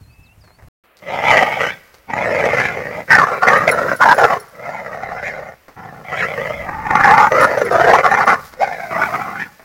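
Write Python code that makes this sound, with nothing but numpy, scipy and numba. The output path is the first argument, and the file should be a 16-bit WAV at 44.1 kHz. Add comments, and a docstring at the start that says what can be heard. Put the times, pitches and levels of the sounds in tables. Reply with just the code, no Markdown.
"""Two big dogs tugging a rope toy

A short quiet scene on a leafy lawn with birds; after a brief dropout the dogs growl and snarl on bare dirt.
Uneven noisy vocal pulses, shaken by a slow flutter, ring moving throat resonances, chest, lips and teeth.
Long growls alternate with flurries of short snarls; a chain collar clinks as decaying steel modes.
Filtered noise makes crunches, grit, air and rumble; bird notes are gliding sines; the loudest peaks overload."""
import sys
import numpy as np
from scipy import signal
from scipy.io import wavfile
from scipy.ndimage import uniform_filter1d, map_coordinates
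from numba import njit

SR = 44100
rng = np.random.default_rng(int(sys.argv[2]) if len(sys.argv) > 2 else 0)


def file_out(sig):
    """Save sig as 16-bit WAV at sys.argv[1]."""
    # one column per channel
    cols = np.atleast_2d(sig).T
    # limit, then scale
    lim = np.clip(cols, -1, 1)
    pcm = np.round(lim * 32767).astype(np.int16)
    wavfile.write(sys.argv[1], SR, pcm)


N = 425124
T = np.arange(N) / SR
TICKS = np.arange(0, T[-1] + .002, .001)  # control times, s

# silence between lawn and dirt: start_s, end_s
GAP_S = (0.685, 0.838)


def amp(db):
    """Decibels to gain."""
    return 10 ** (np.asarray(db) / 20)


def unit(x):
    """Scales to rms 1."""
    return x / np.sqrt(np.mean(x ** 2) + 1e-20)


def steady(x, seconds):
    """Holds the rms near 1 over the given time, keeping faster flicker."""
    size = max(int(seconds * SR), 8)
    power = uniform_filter1d(uniform_filter1d(x ** 2, size), size)
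    return x / np.sqrt(abs(power) + 1e-12)


def wander(rate_hz):
    """Smooth random curve of rms 1 that changes about rate_hz times a second."""
    own_rng = np.random.default_rng(rng.integers(2 ** 30))
    knots = own_rng.standard_normal(int(T[-1] * rate_hz) + 2)
    return unit(map_coordinates(knots, [T * rate_hz], order=3, mode="nearest"))


def add(mix, start_s, sound):
    """Mixes a sound in at start_s."""
    part = mix[max(round(start_s * SR), 0):][:len(sound)]
    part += sound[:len(part)]


def colour(x, outline, size=4096):
    """Causal minimum-phase filter with the outline (hz, gain_db)."""
    hz, db = np.transpose(outline)
    log_bins = np.log(abs(np.fft.fftfreq(size, 1 / SR)) + 1)
    log_gain = np.log(amp(np.interp(log_bins, np.log(hz), db)))
    taps = np.fft.ifft(np.exp(np.conj(signal.hilbert(log_gain)))).real
    return signal.oaconvolve(x, taps[:size // 2])[:len(x)]


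@njit
def smooth_twice(x, r):
    """Two one-pole low-passes in a row whose pole r may move."""
    out, a, b = np.zeros_like(x), 0j, 0j
    for i in range(len(x)):
        a = r[i] * a + (1 - r[i]) * x[i]
        b = r[i] * b + (1 - r[i]) * a
        out[i] = b
    return out


def resonate(x, hz, width_hz):
    """Steep resonance that may move: shift down to zero, smooth, shift back."""
    turn = np.exp(2j * np.pi * np.cumsum(hz * np.ones(len(x))) / SR)
    pole = np.exp(-np.pi * abs(width_hz) / SR) * np.ones(len(x))
    return 2 * (turn * smooth_twice(x / turn, pole)).real


def growls_and_snarls(first_width_factor=1.15, second_width_hz=360, third_width_hz=390, chest_width_hz=190,
                      lip_hz=3030, lip_width_hz=650, quiver=0.046, hold_s=0.032, even_s=0.037, hiss=0.14,
                      second_trim_db=1.5, chest_trim_db=-0.4, lip_trim_db=-4.0, rasp_trim_db=-1.14):
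    """Pulses ring three throat resonances that move with the jaw, boom in the chest, buzz at lips and teeth."""
    # throat filter with a dip near 3.2 kHz: hz, gain_db
    muzzle_outline = [(100, -9), (290, -4.5), (480, 3.5), (800, 4.5), (980, 5.5), (1250, 3.5), (2200, 2.5),
                      (2600, 1), (3200, -24.5), (6000, -2)]
    # chest wall filter: hz, gain_db
    chest_outline = [(20, -31.5), (55, -2), (90, 2), (190, 2.5), (260, 3), (330, 8.5), (600, -5)]
    # teeth filter: hz, gain_db
    rasp_outline = [(2500, -11), (3700, 4.5), (4300, 1), (5300, 3), (6500, -1.5), (8500, -16.5),
                    (12000, -12), (16000, -31)]

    (effort_db, first_hz, first_width_hz, second_hz, third_hz,
     second_db, third_db, chest_db, lip_db, rasp_db, damping) = jaw()
    pulses, puffs, chest_hz = larynx()
    drive = bounce(pulses)
    throat = colour(drive, muzzle_outline)
    shake = 1 + quiver * wander(30)  # the shaking head bends throat and lip resonances together

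    first = resonate(throat, first_hz * shake, first_width_factor * first_width_hz)
    voice = amp(resonance_flicker()) * steady(first, hold_s)
    second = resonate(throat, second_hz * shake, damping * second_width_hz)
    voice += amp(second_db + second_trim_db + resonance_flicker()) * steady(second, hold_s)
    third = resonate(throat, third_hz * shake, damping * third_width_hz)
    voice += amp(third_db + resonance_flicker()) * steady(third, hold_s)
    voice = steady(voice, even_s)

    boom = resonate(colour(drive, chest_outline), chest_hz, damping * chest_width_hz)
    voice += amp(chest_db + chest_trim_db) * steady(boom, hold_s)
    spray = lips(puffs + hiss * rng.standard_normal(N))
    buzz = resonate(spray, lip_hz * shake, damping * lip_width_hz)
    voice += amp(lip_db + lip_trim_db) * steady(buzz, hold_s)
    voice += amp(rasp_db + rasp_trim_db) * steady(colour(spray, rasp_outline), hold_s)
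    return voice * effort(effort_db)


def larynx(fold_hz=150, jitter=.28, shimmer_db=4.0, flutter_jitter=.12, lurch_db=2.5, puff_s=0.0099, leak=0.32):
    """Slack folds slap shut unevenly, each slap freeing a puff of air; loose tissue shakes them in a flutter."""
    # voice state: time_s, flutter_hz, flutter_depth_db, roughness (0-1), chest_hz
    voice_state = [(1.0, 58, 3.5, .45, 140), (2.1, 58, 3.2, .5, 135), (2.9, 58, 3.5, .5, 120),
                   (3.3, 58, 2.5, .55, 180), (4.3, 57, 2.5, .5, 180), (4.7, 70, 4, .55, 150),
                   (5.5, 70, 4, .55, 140), (5.9, 56, 3.5, .5, 125), (6.5, 54, 4.5, .5, 135),
                   (7.1, 56, 2, .55, 160), (8.0, 56, 2.5, .5, 190), (9.1, 55, 4.5, .55, 195)]
    s, *columns = np.transpose(voice_state)
    flutter_hz, depth_db, rough, chest_hz = (np.interp(T, s, c) for c in columns)

    shakes = np.cumsum(flutter_hz * np.exp(flutter_jitter * wander(60))) / SR
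    flutter = amp(depth_db * np.cos(2 * np.pi * shakes) + lurch_db * wander(70))
    cycles = np.cumsum(fold_hz * np.exp(jitter * wander(170))) / SR
    closures = np.diff(np.floor(cycles), prepend=0)
    slaps = closures * amp(shimmer_db * wander(200)) * flutter
    opening = unit(signal.lfilter([1], [1, -np.exp(-1 / (puff_s * SR))], slaps))
    puffs = unit((opening + leak * flutter) * rng.standard_normal(N))
    return (1 - rough) * unit(slaps) + rough * puffs, puffs, chest_hz


def bounce(x, delay_s=0.00301, strength=0.45, sway=0.098):
    """A close reflection combs the tone; its delay sways as the heads move."""
    late = np.arange(N) - SR * delay_s * (1 + sway * wander(4))
    return x - strength * np.interp(late, np.arange(N), x)


def resonance_flicker(depth_db=2.0, rate_hz=45):
    """Random level in dB, drawn for each resonance, so that their balance flickers."""
    return depth_db * wander(rate_hz)


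def lips(x, count=9, flicker_db=5.0, flicker_hz=22):
    """Flapping lips favour now one, now another narrow band of the spray."""
    out = x
    for hz in np.geomspace(2600, 8000, count):
        out = out + (amp(flicker_db * wander(flicker_hz)) - 1) * resonate(x, hz, hz / 10)
    return out


def effort(db, level_db=-0.84, loud_db=-13.0, push=0.14, heave_db=1.2, heave_hz=35, jolt_s=0.004):
    """Voice gain: effort that heaves at random, jolted by tugs on the rope and pushed harder at the peaks."""
    # rope tugs: time_s, jolt_db
    tugs = [(1.279, 3.5), (1.379, 6), (1.431, 7.5), (2.139, 7), (2.457, 8), (2.775, 5.5), (3.235, -0.5),
            (3.727, 5.5), (4.336, 4), (6.37, -5), (6.472, 5.5), (6.692, 12), (6.87, 9), (6.911, 11),
            (6.956, 9), (8.191, 4), (8.719, 1.5), (8.965, 7), (8.98, 1), (9.219, 8), (9.275, 5)]
    jolts_db = sum(tug_db * np.exp(-((TICKS - s) / jolt_s) ** 2) for s, tug_db in tugs)
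    db = db + np.interp(T, TICKS, jolts_db) + heave_db * wander(heave_hz)
    return amp(level_db + db + push * np.maximum(db - loud_db, 0))


def jaw(jaw_s=.016, easy_db=-19, chest_lag=0.38):
    """Effort and mouth shape: the loudest call leads, curled lips brighten it, the chest lags behind."""
    # lips drawn back from the teeth: centre_s, half_length_s, amount (1 = full curl)
    lip_curls = [(1.704, 0.1, 1.05), (2.642, 0.096, 1), (5.276, .07, 0.9), (6.205, 0.058, 1.1),
                 (7.007, 0.029, 0.4), (8.75, 0.048, 0.48), (9.423, .065, 1.0)]
    # shifts at full curl
    curl_hz, curl_second_db, curl_third_db, curl_lip_db, curl_rasp_db = 484, 14.5, 10.5, 5, 5

    levels_db, throats = zip(*calls())
    db = np.max(levels_db, axis=0)
    power = amp(np.array(levels_db) - db) ** 2
    # the jaw needs a moment to change shape
    weights = uniform_filter1d(power, max(round(jaw_s / TICKS[1]), 1), axis=1)
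    first_hz, first_width_hz, second_hz, third_hz, second_db, third_db, chest_db, lip_db, rasp_db, damping = (
        sum(w * value for w, value in zip(weights, column)) / weights.sum(0) for column in zip(*throats))

    curl = sum(amount * np.exp(-((TICKS - s) / half_s) ** 2) for s, half_s, amount in lip_curls)
    # the chest gains only part of each dB above an easy growl
    chest_db = np.minimum(chest_db - chest_lag * (db - easy_db), 0)
    controls = (db, first_hz, first_width_hz, second_hz + curl_hz * curl, third_hz,
                second_db + curl_second_db * curl, third_db + curl_third_db * curl, chest_db,
                lip_db + curl_lip_db * curl, rasp_db + curl_rasp_db * curl, damping)
    return [np.interp(T, TICKS, control) for control in controls]


def calls(closing_per_db=0.04, growl_tail_db=-1.5, snarl_tail_db=-10.5):
    """Yields every growl and snarl as its effort in dB and the shape of its throat."""
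    # one curve a long growl: time_s, effort_db, first_hz
    growl_curves = [
        [(1.0, -51.5, 570), (1.094, -22, 577), (1.178, -21, 804), (1.35, -6, 773), (1.364, -12.5, 760),
         (1.374, -9.5, 767), (1.562, -19, 725), (1.606, -15, 645), (1.702, -20, 616), (1.78, -46, 547)],
        [(2.08, -47, 853), (2.1, -23.5, 865), (2.15, -21, 850), (2.32, -14.5, 527), (2.65, -16.5, 634),
         (2.69, -19, 694), (2.754, -25.5, 545), (3.004, -25, 668), (3.06, -48, 646)],
        [(4.5, -59, 599), (4.566, -36, 540), (4.688, -24.5, 744), (4.782, -26, 760), (4.818, -29.5, 650),
         (5.13, -25.5, 720), (5.26, -22, 587), (5.522, -34, 677), (5.58, -64, 655)],
        [(5.76, -52, 792), (5.778, -32.5, 840), (5.918, -35, 757), (6.03, -42, 596)],
        [(6.03, -62, 631), (6.046, -33.5, 670), (6.144, -19, 644), (6.218, -17, 573), (6.23, -16, 600),
         (6.28, -22.5, 554), (6.504, -23, 592), (6.634, -29, 627), (6.66, -26, 686)],
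        [(6.66, -25.5, 800), (6.824, -26, 940), (6.964, -13.5, 824), (7.156, -4.5, 910), (7.168, -11, 880),
         (7.18, -4.5, 867), (7.26, -7.5, 894), (7.3, -23, 905)],
        [(8.57, -45, 634), (8.618, -10.5, 684), (8.706, -25, 755), (8.716, -20.5, 720), (8.776, -28.5, 661),
         (8.846, -24, 726), (8.9, -31, 660)],
        [(8.9, -27, 681), (8.924, -20.5, 693), (9.034, -15, 870), (9.116, -25, 716), (9.142, -14.5, 715),
         (9.182, -23.5, 760), (9.378, -26.5, 774), (9.408, -17.5, 860), (9.5, -45.5, 890)],
    ]
    # one throat a growl: first_width_hz, second_hz, third_hz,
    # against the first resonance: second_db, third_db,
    # against the levelled sum of the three resonances: chest_db, lip_db, rasp_db;
    # width factor of the other resonances
    growl_throats = [(290, 1120, 2056, -10.5, -3.5, -15.5, -13, -24, 1.07),
                     (302, 1220, 1980, -9.5, -4, -12, -22.5, -24.5, 1.23),
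                     (190, 1350, 1980, -8, -5.5, -17, -29, -24.5, 0.78),
                     (256, 1330, 1680, -5, -7.5, -10, -29, -24.5, 1.02),
                     (167, 1200, 2000, -10, -2.5, -14, -16.5, -25.5, 0.78),
                     (86, 1282, 1745, -4, -5.5, -12.5, -32, -30, 1.41),
                     (173, 1530, 2120, -9, -9, -19, -40, -22.5, 0.74),
                     (118, 1253, 2070, -2, -5, -13.5, -25.5, -27, 0.97)]
    # short snarls: start_s, length_s, effort_db, swell_db (start to end), first_hz, first_width_hz,
    # second_hz, third_hz, against the first resonance: second_db, third_db,
    # against the levelled sum of the three resonances: chest_db
    snarl_rows = [(3.109, 0.057, -5.5, -4.5, 994, 270.0, 1609.0, 1826, 0.5, 9, -15),
                  (3.186, 0.059, -8, -2.5, 825, 280.0, 1320, 1790, 6, 1.5, -13),
                  (3.273, 0.041, -16.5, -6, 830, 330.0, 1220, 1650, -0.5, -8, -21),
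                  (3.318, 0.066, -18.5, -4, 624, 274, 1300, 2200.0, 0.5, -5, -17),
                  (3.429, 0.022, -8, -3, 790, 285, 1306.0, 1700, 7, -8.0, -20),
                  (3.476, 0.1, -7.5, -4, 665, 300.0, 1255, 1700, 2.0, 3, -13),
                  (3.588, 0.067, -15.5, -3.0, 800, 333, 1210, 1754.0, 1.5, -3, -8),
                  (3.68, 0.012, -6, 2.5, 642, 119, 1370, 1930, -8.5, -4.5, -16),
                  (3.717, 0.086, -17, -2.5, 576, 280.0, 1530, 1780, 0.5, -8, -13),
                  (3.79, 0.09, -14.5, -9.5, 504, 266, 1430, 1720, -3.5, -10.5, -11.5),
                  (3.887, 0.053, -15.5, 1.5, 580, 293, 1520, 1930, 1.0, -11.0, -11.5),
                  (4.018, 0.02, -4.5, -2.5, 1060, 180.0, 1390, 1690, -1.5, -16, -20),
                  (4.057, 0.073, -7, 3.5, 954, 212, 1500, 1625, -8.5, -4.5, -16),
                  (4.186, 0.072, -8, -1, 710, 327, 1490, 1720, -3, -14, -20),
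                  (4.274, 0.085, -15.0, 0.5, 725, 288, 1110, 1840, 0, -5.5, -16.5),
                  (7.035, 0.035, -7.5, -1.5, 840, 110, 1510, 1660, -17, 6.5, -15),
                  (7.19, 0.066, -7, -3, 920, 160, 1290, 1880, 0.5, -19, -22),
                  (7.317, 0.072, -10.5, 2, 560, 290.0, 1330, 1980, -3.5, -7.5, -15.5),
                  (7.402, 0.047, -7.5, 0.5, 565, 198, 1360, 1730, 0, -7, -13.5),
                  (7.457, 0.12, -16.5, -3, 620, 300.0, 1480, 1790, -11, -3, -15.5),
                  (7.577, 0.05, -12, 1.5, 570, 158, 1535.0, 1790, -9, -14, -17),
                  (7.636, 0.05, -17.5, 0, 456.0, 200.0, 1370, 1880, -3.5, -2, -9),
                  (7.713, 0.12, -11, 1.5, 640, 240.0, 1360, 1630, -5, -10, -15),
                  (7.84, 0.081, -8, 0.5, 643, 320.0, 1590, 1730, -10.5, -10.5, -13),
                  (7.936, 0.026, -4.5, 1, 890, 340.0, 1120, 1710, -16, -13.5, -16.5),
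                  (7.969, 0.045, -11.5, -4.5, 614, 380.0, 1260, 2010, 1, -1.5, -17),
                  (8.036, 0.028, -9, 7.5, 750, 248, 1270, 1930, -0.5, -7, -19),
                  (8.09, 0.06, -11, 4.5, 885, 310.0, 1210, 1750, -4, 0, -15),
                  (8.175, 0.061, -11.5, -1, 960, 278, 1320, 1830, -3.0, -2.5, -17),
                  (8.276, 0.068, -9.5, -2.5, 840, 310, 1278.0, 1840, 5.5, -3.0, -14.5),
                  (8.615, 0.03, -13.5, -5, 684, 149, 1500, 2150, -28, -11.5, -31),
                  (9.019, 0.015, -11, -0.5, 820, 160, 1310, 1900, 9, 1, -17)]
    snarl_lip_db, snarl_rasp_db, snarl_width_factor = -28.5, -24.5, 0.99

    for curve, throat in zip(growl_curves, growl_throats):
        s, db, first_hz = np.transpose(curve)
        level_db = np.interp(TICKS, s, db) + edges(s[0], s[-1], growl_tail_db)
        yield level_db, (np.interp(TICKS, s, first_hz), *throat)

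    for start_s, length_s, db, swell_db, first_hz, *throat in snarl_rows:
        end_s = start_s + length_s
        outline_db = np.interp(TICKS, [start_s, end_s], [-swell_db / 2, swell_db / 2])
        outline_db = outline_db + edges(start_s, end_s, snarl_tail_db)
        # the jaw closes as a snarl fades
        first_hz = first_hz * np.exp(closing_per_db * np.maximum(outline_db, -20))
        yield db + outline_db, (first_hz, *throat, snarl_lip_db, snarl_rasp_db, snarl_width_factor)


def edges(start_s, end_s, tail_db, attack_db_per_s=1092, release_db_per_s=743, grumble_db_per_s=199.5):
    """Outline of a call in dB: quick attack, hold, quick release into a slower dying grumble."""
    before_s, after_s = np.maximum(start_s - TICKS, 0), np.maximum(TICKS - end_s, 0)
    release_db = np.maximum(-release_db_per_s * after_s, tail_db - grumble_db_per_s * after_s)
    return -attack_db_per_s * before_s + release_db


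def chain(level_db=-1.5, scrape_db=2.0, scrape_s=0.0042, rise_s=.003):
    """Each knock of the collar rings a slightly different steel link, with a short scrape."""
    # knocks: start_s, relative level_db
    knocks = [(3.5743, -29.5), (3.69, -23.5), (3.7116, -14.5), (3.7254, -37), (3.9614, -29), (4.143, -25),
              (4.1844, -31), (4.3984, -30), (4.482, -46), (7.4084, -20), (7.434, -23), (7.5827, -32),
              (7.648, -29), (7.7214, -33), (8.109, -31), (8.2556, -32), (8.295, -34)]
    # modes of a link: nominal hz, nominal level_db, t60_s
    link_modes = [(4264, -9, .05), (5496, -4, .05), (7300, -9, .04), (9500, -9, .05), (10400, -5, .06),
                  (10630, -3, .09), (11990, -12, .05), (14800, -13, .05), (15400, -11, .05)]
    out, t = np.zeros(N), np.arange(SR // 5) / SR
    hz, db, t60_s = np.transpose(link_modes)[:, :, None]
    rise = 1 - np.exp(-t / rise_s)
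    for start_s, knock_db in knocks:
        detune, strength, phase = rng.standard_normal((3, len(link_modes), 1))
        decay = amp(db + 2 * strength - 60 * t / t60_s)
        ring = decay * np.sin(2 * np.pi * (hz * (1 + 0.003 * detune) * t + phase))
        bright_noise = np.diff(rng.standard_normal(len(t) + 1)) / 2
        scrape = amp(scrape_db) * np.exp(-t / scrape_s) * bright_noise
        add(out, start_s, amp(knock_db + level_db) * (ring.sum(0) + scrape) * rise)
    return out


def trees(x, t60_s=0.94, wet_db=-22.5):
    """Trunks and slope scatter a faint, dull echo: sparse decaying random taps."""
    t = np.arange(SR) / SR
    sparse = rng.standard_normal(SR) * (rng.random(SR) < .04)
    taps = sparse * amp(-60 * t / t60_s) * (t > .012)
    tail = colour(taps / np.linalg.norm(taps), [(150, -7), (600, -8), (2200, 1), (8000, -17)])
    return amp(wet_db) * signal.oaconvolve(x, tail)[:N]


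def ground(bump_db=-3.5, bump_s=0.041, crunch_db=-8.0, crunch_s=0.025, treble_trim_db=7.0):
    """Dull bumps of low noise and short two-band crunches and clicks, all decaying exponentially."""
    # bumps on the lawn: start_s, relative level_db
    lawn_bumps = [(0.009, -33), (0.071, -38), (0.184, -33), (0.229, -47), (0.372, -36), (0.429, -41),
                  (0.498, -49), (0.58, -39), (0.623, -35), (0.675, -27.5)]
    # short crunches and clicks, some at the edges of the silence: start_s, relative level_db, relative treble_db
    crunches = [(0.438, -41, -17), (0.476, -38, -24), (0.504, -46, -26), (0.586, -34.5, -28),
                (0.622, -35.5, -25), (0.675, -40, -18), (0.839, -58.5, -2), (0.969, -58.5, 8),
                (1.94, -36, -11), (5.682, -27, -21.5), (8.526, -29.5, -17), (9.595, -28.5, -35)]
    thud_outline = [(25, -14), (60, -1), (100, 4.5), (170, -14), (350, -25.5), (1500, -48)]
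    body_outline = [(100, -1), (700, 4.5), (2100, -1.5), (3000, -28), (9000, -41)]
    treble_outline = [(1500, -18), (4500, 4), (9000, -10), (15000, -13)]
    out, t = np.zeros(N), np.arange(SR // 4) / SR
    for start_s, db in lawn_bumps:
        thud = unit(colour(rng.standard_normal(len(t)), thud_outline))
        add(out, start_s, amp(db + bump_db) * thud * np.exp(-t / bump_s))
    for start_s, db, treble_db in crunches:
        noise = rng.standard_normal(len(t)) * amp(4.5 * rng.exponential(1, len(t)))
        body = unit(colour(noise, body_outline))
        treble = unit(colour(noise, treble_outline))
        crunch = body + amp(treble_db + treble_trim_db) * treble
        add(out, start_s, amp(db + crunch_db) * crunch * np.exp(-t / crunch_s))
    return out


def scuffle(level_db=6.0, grains_per_s=7000):
    """Many small random grains of grit shift under the paws on the dirt."""
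    # scuffling: time_s, relative level_db
    scuffle_curve = [(0.92, -90), (1.01, -65), (1.33, -53), (1.5, -51), (2.1, -68), (2.32, -59),
                     (2.91, -58), (4.25, -48), (4.51, -60), (5.8, -66), (6.4, -53), (6.81, -60), (7.2, -51),
                     (8.38, -55), (8.46, -47.5), (8.56, -62), (9.05, -46.5), (9.55, -59)]
    # grit filter: hz, gain_db
    grit_outline = [(300, -8), (1500, -4.5), (5000, 8), (8500, 0), (12000, 1.5), (15500, 5)]
    sizes = amp(1.5 * np.minimum(rng.exponential(1, N), 4))
    grains = rng.standard_normal(N) * (rng.random(N) < grains_per_s / SR) * sizes
    gain = amp(np.interp(T, *np.transpose(scuffle_curve)) + level_db)
    return unit(colour(grains, grit_outline)) * gain * (T > GAP_S[1])


def birds(waver=0.0085):
    """Far whistled glides over the lawn: sines of wavering pitch and level."""
    # one curve a note: time_s, nominal pitch_hz, nominal level_db
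    bird_notes = [
        [(0, 4400, -63), (.06, 4150, -59), (.1, 4350, -63), (.15, 4900, -59)],
        [(.07, 2620, -60), (.13, 2590, -55), (.29, 2620, -54), (.35, 2860, -57)],
        [(.23, 5600, -63), (.255, 4350, -56), (.285, 3420, -62)],
        [(.38, 7600, -68), (.41, 5200, -58), (.44, 4430, -56), (.51, 4120, -59), (.58, 4670, -60)],
    ]
    out, drift, fade_db = np.zeros(N), 1 + waver * wander(216), 2 * wander(93)
    for note in bird_notes:
        s, hz, db = np.transpose(note)
        t = np.arange(s[0], s[-1], 1 / SR)
        pitch_hz = np.interp(t, s, hz) * drift[:len(t)]
        tone = np.sin(2 * np.pi * np.cumsum(pitch_hz) / SR)
        gain = amp(np.interp(t, s, db) + fade_db[:len(t)])
        add(out, s[0], gain * tone * signal.windows.tukey(len(t), .15))
    return out


def air(lawn_db=-53.5, woods_db=-56 + 1.5, rumble_db=-4.0):
    """Filtered noise, one colour for each scene; wind and handling rumble under the second."""
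    # open air over the lawn: hz, gain_db
    lawn_outline = [(24, -34), (40, 0), (117, -4), (170, -7), (333, -20), (881, -17.5), (1730, -23.5),
                    (2570, -22), (3300, -31.5), (15500, -33)]
    # open air in the woods: hz, gain_db
    woods_outline = [(24, -47), (40, -27), (197, -2), (280, -3), (377, 0), (577, 4.5), (859, -4.5),
                     (1220, 2), (1410, -1), (2510, -3), (4920, -23), (6320, -30), (15500, -15)]
    # wind and handling on the microphone: time_s, relative level_db
    rumble_curve = [(0.85, -71), (1.3, -58), (1.9, -57), (2.3, -49), (3.0, -54.5), (4.2, -57), (4.5, -60.5),
                    (5.2, -41), (5.6, -57), (6.2, -62), (6.6, -34.5), (7.1, -36), (7.5, -60), (8.4, -46.5),
                    (9.63, -61)]
    rumble_outline = [(12, -15.5), (30, -11.5), (75, -4), (120, -17.5), (300, -34), (1000, -87.5)]
    lawn = amp(lawn_db) * unit(colour(rng.standard_normal(N), lawn_outline))
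    woods = amp(woods_db) * unit(colour(rng.standard_normal(N), woods_outline))
    rumble = steady(colour(rng.standard_normal(N), rumble_outline), 0.15)
    rumble *= amp(np.interp(T, *np.transpose(rumble_curve)) + rumble_db)
    return np.where(T < GAP_S[0], lawn, woods + rumble)


def scene():
    """Dogs and collar among the trees, over bumps, crunches, grit, birds and open air."""
    dogs = growls_and_snarls() + chain()
    return (dogs + trees(dogs) + ground() + scuffle() + birds() + air())[None]


def record(dry, knee=11.8, edge_hz=16000):
    """The microphone overloads at peaks; the sound drops out between the scenes; then a low-pass."""
    limited = dry / (1 + abs(dry) ** knee) ** (1 / knee)
    limited = limited * np.where((T > GAP_S[0]) & (T < GAP_S[1]), 0, 1)
    low_pass = signal.firwin(511, edge_hz, window=("kaiser", 9), fs=SR)
    return signal.oaconvolve(limited, low_pass[None], "same")


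dry = scene()
out = record(dry)
file_out(out)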